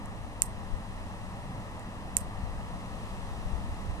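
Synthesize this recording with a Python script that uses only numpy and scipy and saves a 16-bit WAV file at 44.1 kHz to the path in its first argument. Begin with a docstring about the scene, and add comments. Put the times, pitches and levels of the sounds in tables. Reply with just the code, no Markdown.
"""On the bank of a wide river, stereo microphone in a light wind. From the start the water washes and
hisses, and a barge engine drones far off. At 0.42 s, close on the right, a small hard catch snaps a third
of a second after a faint tick; it rings for about a millisecond and scatters off ground and bushes.
A distant rumble swells at 1.5 s and 2 s, and the catch ticks and snaps again (1.8 s, 2.17 s).
Then the engine's lowest hum fades, and in the last second the wind bumps the microphone more often."""
import sys
import numpy as np
from scipy import signal
from scipy.fft import rfft, irfft
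from scipy.io import wavfile

SR = 44100
rng = np.random.default_rng(int(sys.argv[2]) if len(sys.argv) > 2 else 0)


def transcribe(u):
    """Save the signal u as a 16-bit wav file named by the first command-line argument.

    u: samples, shape (n,) or (channels, n), limited to [-1, 1]; the rate is SR.
    q: integer samples, one column per channel.
    """
    v = np.clip(np.atleast_2d(u).T, -1, 1)
    q = np.round(v * 32767).astype(np.int16)
    wavfile.write(sys.argv[1], SR, q)


N = 176400

# the catch snapping: start_s, level_db, position (0 or 1)
SNAPS = [(0.4201, 2.5, 0), (2.1681, 2, 1)]
# faint ticks as it takes up the load: start_s, level_db
LOAD_TICKS = [(0.058, -32), (1.7956, -32)]
# its resonances: pitch_hz, left_db, right_db, width_hz, shift_db (added in position 1)
CATCH_RESONANCES = [(1900, -9, 4.5, 275, -0.5), (2730, -7.5, 1.5, 330, -1), (4280, -14, -4.5, 490, -1.5),
                    (5220, -13, 1, 350, -3), (7180, 3, 19, 357, -0.5), (8500, -5.5, 19, 390, -0.5),
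                    (9100, -7, 12, 240, 8), (10100, 7, 9, 800, -5), (10860, 11, 0, 460, -4),
                    (11800, 2.5, 4, 450, 2), (14000, -14, -9, 430, 9)]
# reflections from the bank nearby: delay_s, level_db, spread_s
BANK_ECHOES = [(.0078, -16, .003), (0.0183, -23, 0.0012), (.041, -23.5, .0036)]
# tone of the scatter off ground and bushes: frequency_hz, left_db, right_db
SCATTER_TONE = [(1500, -17, -20), (4250, -26, -22.5), (5000, -19, -14.5), (5700, -18, -14), (6500, -22, -9),
                (7750, -18, -8), (8100, -15, 1), (8700, -13, 1.5), (9200, -15, -3), (9800, -14, -7),
                (10800, -6.5, -10), (12500, -13, -13), (13500, -11, -11), (14200, -20, -16),
                (15000, -45, -45)]
# how the longer path changes the late scatter: frequency_hz, gain_db
LATE_SCATTER_TONE = [(5000, -1), (7200, -5), (8500, 2.5), (9600, -2), (10800, -3), (12500, -5)]

# wash of the river and its distant traffic: frequency_hz, density_db
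WASH_SPECTRUM = [(65, -16), (110, -2), (130, -6.5), (189, -3.5), (258, -10.5), (289, -11), (313, -11.5),
                 (365, -17), (612, -11.5), (661, -12.5), (781, -11.5), (973, -11.5), (1260, -15),
                 (1470, -25.5), (1880, -18.5), (2400, -27), (3120, -30.5), (5280, -120)]
# its slow drift: time_s, level_db
WASH_DRIFT = [(0.0, -47), (0.22, -48.5), (1.37, -47.5), (3.99, -46.5), (4.0, -47)]
# fine hiss of the ripples: frequency_hz, density_db
RIPPLE_SPECTRUM = [(1500, -30), (2200, -7), (2700, 5.5), (3200, -0.5), (3750, 2), (4300, -2), (5100, -3),
                   (5800, -4), (6400, -5), (7600, -6.5), (8500, -4), (9400, -7), (10600, -9.5),
                   (12000, -15), (14200, -17.5), (14800, -44)]
# its slow drift: time_s, level_db
RIPPLE_DRIFT = [(0, -59), (1.1, -57.5), (2.0, -58), (2.6, -57.5), (3.1, -55.5), (4, -56.5)]
# how alike far sound is on the two channels: frequency_hz, coherence (0 to 1)
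FAR_COHERENCE = [(100, 1), (250, 1), (750, 0.78), (1500, 0.5), (2400, 0.78), (3500, 0.48), (6000, 0.43),
                 (8000, 0.15), (12000, .08)]
# the side it leans to: frequency_hz, left_minus_right_db
FAR_BALANCE = [(100, 0), (200, -0.5), (1200, 1), (3300, 1.5), (3900, 0.5), (4550, -2), (5200, 2.5),
               (5800, -1), (6400, -3), (7700, -5.5), (8550, -8.5), (9400, -3), (10700, 11), (12500, -1),
               (14000, 2)]
# its bounce off a surface close to the microphone: frequency_hz, left_db, right_db
NEAR_BOUNCE = [(1000, -35, -45), (1670, -20.5, -29), (3140, -10.5, -16), (4600, -7, -14), (6000, -36, -7),
               (8000, -40, -40)]

# the barge engine's lowest hum: time_s, level_db
ENGINE_HUM_LEVEL = [(0, -54), (0.7, -51), (2.3, -49.5), (2.8, -59.5), (4, -62)]
# its higher tones: pitch_hz, level_db, width_hz
ENGINE_TONES = [(186.3, -55.5, 14.3), (199, -59, 18), (231.6, -61.5, 11.5), (302.5, -67, 24)]
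# swells of distant rumble: peak_s, width_s, level_db
RUMBLE_SWELLS = [(1.532, 0.11, -45), (2.028, 0.057, -51.5)]
# tone of that rumble: frequency_hz, density_db
RUMBLE_SPECTRUM = [(70, -27), (125, -1), (165, 0.5), (225, -10), (295, -3.5), (400, -25), (900, -60),
                   (5000, -120)]
# breeze on the microphone: time_s, left_db, right_db
BREEZE_LEVEL = [(0, -38.5, -43.5), (1.9, -43, -44.5), (2.4, -36, -40), (2.8, -40.5, -45.5),
                (3.25, -37, -42.5), (3.55, -28.5, -41), (4, -49.5, -34)]
# single buffets: peak_s, width_s, left_db, right_db
WIND_BUFFETS = [(0.752, 0.022, -26, -46), (2.452, 0.025, -30, -49), (2.567, 0.024, -35, -37),
                (3.457, 0.016, -28.5, -42), (3.55, 0.018, -28, -42), (3.726, 0.012, -31, -35),
                (3.908, 0.025, -34, -28.5)]
# turbulence at the microphone: frequency_hz, density_db
WIND_SPECTRUM = [(12, -5.5), (25, 1), (45, -1.5), (75, -2.5), (120, -15), (200, -31.5), (400, -38),
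                 (1000, -62), (5000, -115)]


def catch(scatter_gain_db=3):
    """Close on the right: hard contacts (snaps) and light ones (ticks) ring the catch; the bank answers."""
    ticks = sum(impulse(start_s, db) for start_s, db in LOAD_TICKS)
    snaps = sum(catch_ring(impulse(start_s, db), position) for start_s, db, position in SNAPS)
    contacts = ticks + sum(impulse(start_s, db) for start_s, db, _ in SNAPS)
    return snaps + catch_ring(ticks, position=0) + from_db(scatter_gain_db) * bank_scatter(contacts)


def catch_ring(contacts, position, low_cut_hz=1820, left_lag_ms=0.228):
    """The catch's resonances add in alternating sign; so small a part radiates no bass."""
    ringing = 0
    for k, (pitch_hz, left_db, right_db, width_hz, shift_db) in enumerate(CATCH_RESONANCES):
        gains = from_db(np.array([[left_db], [right_db]]) + position * shift_db)
        ringing = ringing + (-1) ** k * gains * resonance(contacts, pitch_hz, width_hz)
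    left, right = signal.sosfilt(signal.butter(5, low_cut_hz, "high", fs=SR, output="sos"), ringing)
    return np.array([irfft(rfft(left) * delay(left_lag_ms), N), right])


def bank_scatter(contacts, tail_db=-19, t60_s=0.22, onset_s=0.0027, dulling_s=0.028):
    """Ground and twigs return smeared echoes and a short diffuse tail; the late part comes back duller."""
    t = np.arange(N) / SR
    tail_power = from_db(-120 * np.minimum(t / t60_s, 2)) * (t > onset_s)
    power = from_db(tail_db) ** 2 * tail_power / tail_power.sum()
    for delay_s, db, spread_s in BANK_ECHOES:
        echo = np.exp(-0.5 * ((t - delay_s) / spread_s) ** 2)
        power += from_db(db) ** 2 * echo / echo.sum()
    early = unit_rms(irfft(white_spectra() * from_db(over_frequency(SCATTER_TONE)), N))
    dulled = irfft(rfft(early) * from_db(over_frequency(LATE_SCATTER_TONE)), N)
    early_share = np.exp(-(t / dulling_s) ** 2)
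    response = (early_share * early + (1 - early_share) * dulled) * np.sqrt(power)
    return signal.fftconvolve(response, contacts[None], axes=1)[:, :N]


def river(wash_gain_db=4):
    """Out on the water: a broad wash, with the fine hiss of ripples above it."""
    wash = from_db(over_time(WASH_DRIFT) + wash_gain_db) * far_noise(WASH_SPECTRUM)
    ripples = from_db(over_time(RIPPLE_DRIFT)) * far_noise(RIPPLE_SPECTRUM)
    return wash + ripples


def barge(hum_hz=100.4, wander_hz=1.516, wander_rate_hz=4):
    """Far off, centred: a wavering engine hum and higher tones, blurred by the long way over the water."""
    pitch_hz = hum_hz + wander_hz * narrow_noise(0, wander_rate_hz)
    hum = from_db(over_time(ENGINE_HUM_LEVEL)) * unit_rms(np.sin(2 * np.pi * np.cumsum(pitch_hz) / SR))
    return hum + sum(from_db(db) * narrow_noise(hz, width_hz / 2) for hz, db, width_hz in ENGINE_TONES)


def wind():
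    """Right on the microphone: low turbulence, separate on each channel, with brief buffets."""
    t = np.arange(N) / SR
    power = from_db(over_time(BREEZE_LEVEL)) ** 2
    for peak_s, width_s, left_db, right_db in WIND_BUFFETS:
        power += from_db([[left_db], [right_db]]) ** 2 * np.exp(-((t - peak_s) / width_s) ** 2)
    turbulence = unit_rms(irfft(white_spectra() * from_db(over_frequency(WIND_SPECTRUM)), N))
    return np.sqrt(power) * turbulence


def rumble():
    """In the distance a low rumble swells briefly, twice."""
    t = np.arange(N) / SR
    swells = sum(from_db(db) * np.exp(-0.5 * ((t - peak_s) / width_s) ** 2)
                 for peak_s, width_s, db in RUMBLE_SWELLS)
    return swells * far_noise(RUMBLE_SPECTRUM)


def far_noise(spectrum, right_lag_ms=0.16, left_bounce_ms=1.187, right_bounce_ms=1.028):
    """Noise from across the water arrives on the left first, then again off a near surface; unit rms."""
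    mid, side = white_spectra()
    coherence = over_frequency(FAR_COHERENCE)
    sign = np.array([[1], [-1]])  # left, right
    stereo = np.sqrt(1 + coherence) * mid + np.sqrt(1 - coherence) * side * sign
    tone = from_db(over_frequency(spectrum) + sign * over_frequency(FAR_BALANCE) / 2)
    bounce = from_db(over_frequency(NEAR_BOUNCE)) * [delay(left_bounce_ms), delay(right_bounce_ms)]
    arrival = np.array([delay(0), delay(right_lag_ms)])
    return unit_rms(irfft(stereo * tone * (1 + bounce) * arrival, N))


def impulse(start_s, db):
    """One hard contact, a single sample long."""
    x = np.zeros(N)
    x[int(start_s * SR)] = from_db(db)
    return x


def resonance(x, pitch_hz, width_hz):
    """A ring that starts at once and dies within milliseconds."""
    radius = np.exp(-np.pi * width_hz / SR)
    feedforward = (1 - radius ** 2) / 2 * np.array([1, 0, -1])
    feedback = [1, -2 * radius * np.cos(2 * np.pi * pitch_hz / SR), radius ** 2]
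    return signal.lfilter(feedforward, feedback, x + 1e-18)


def narrow_noise(centre_hz, half_width_hz):
    """A narrow band of mono noise at unit rms."""
    return unit_rms(irfft(white_spectra()[0] / (1 + ((bin_hz() - centre_hz) / half_width_hz) ** 2), N))


def white_spectra():
    """Spectra of two unrelated white noises."""
    return rfft(rng.standard_normal((2, N)))


def delay(ms):
    """Spectrum of a pure delay."""
    return np.exp(-2j * np.pi * bin_hz() * ms / 1000)


def over_time(rows):
    """A table's columns, interpolated sample by sample."""
    time_s, *columns = np.transpose(rows)
    return np.array([np.interp(np.arange(N) / SR, time_s, column) for column in columns])


def over_frequency(rows):
    """A table's columns, interpolated bin by bin on a log frequency axis."""
    hz, *columns = np.transpose(rows)
    return np.array([np.interp(np.log(bin_hz() + 1), np.log(hz + 1), column) for column in columns])


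def bin_hz():
    """Frequencies of the spectrum bins."""
    return np.arange(N // 2 + 1) * SR / N


def from_db(db):
    """Decibels to gain."""
    return 10 ** (np.asarray(db) / 20)


def unit_rms(x):
    """Scale to unit power."""
    return x / np.sqrt(np.mean(x ** 2) + 1e-20)


def scene():
    """The catch up close, river, barge and rumble beyond it, wind on the microphone."""
    return catch() + river() + barge() + rumble() + wind()


def record(dry):
    """The recorder cuts the top treble steeply."""
    cutoff_hz = 15500
    return irfft(rfft(dry) / np.sqrt(1 + (bin_hz() / cutoff_hz) ** 80), N)


dry = scene()
out = record(dry)
transcribe(out)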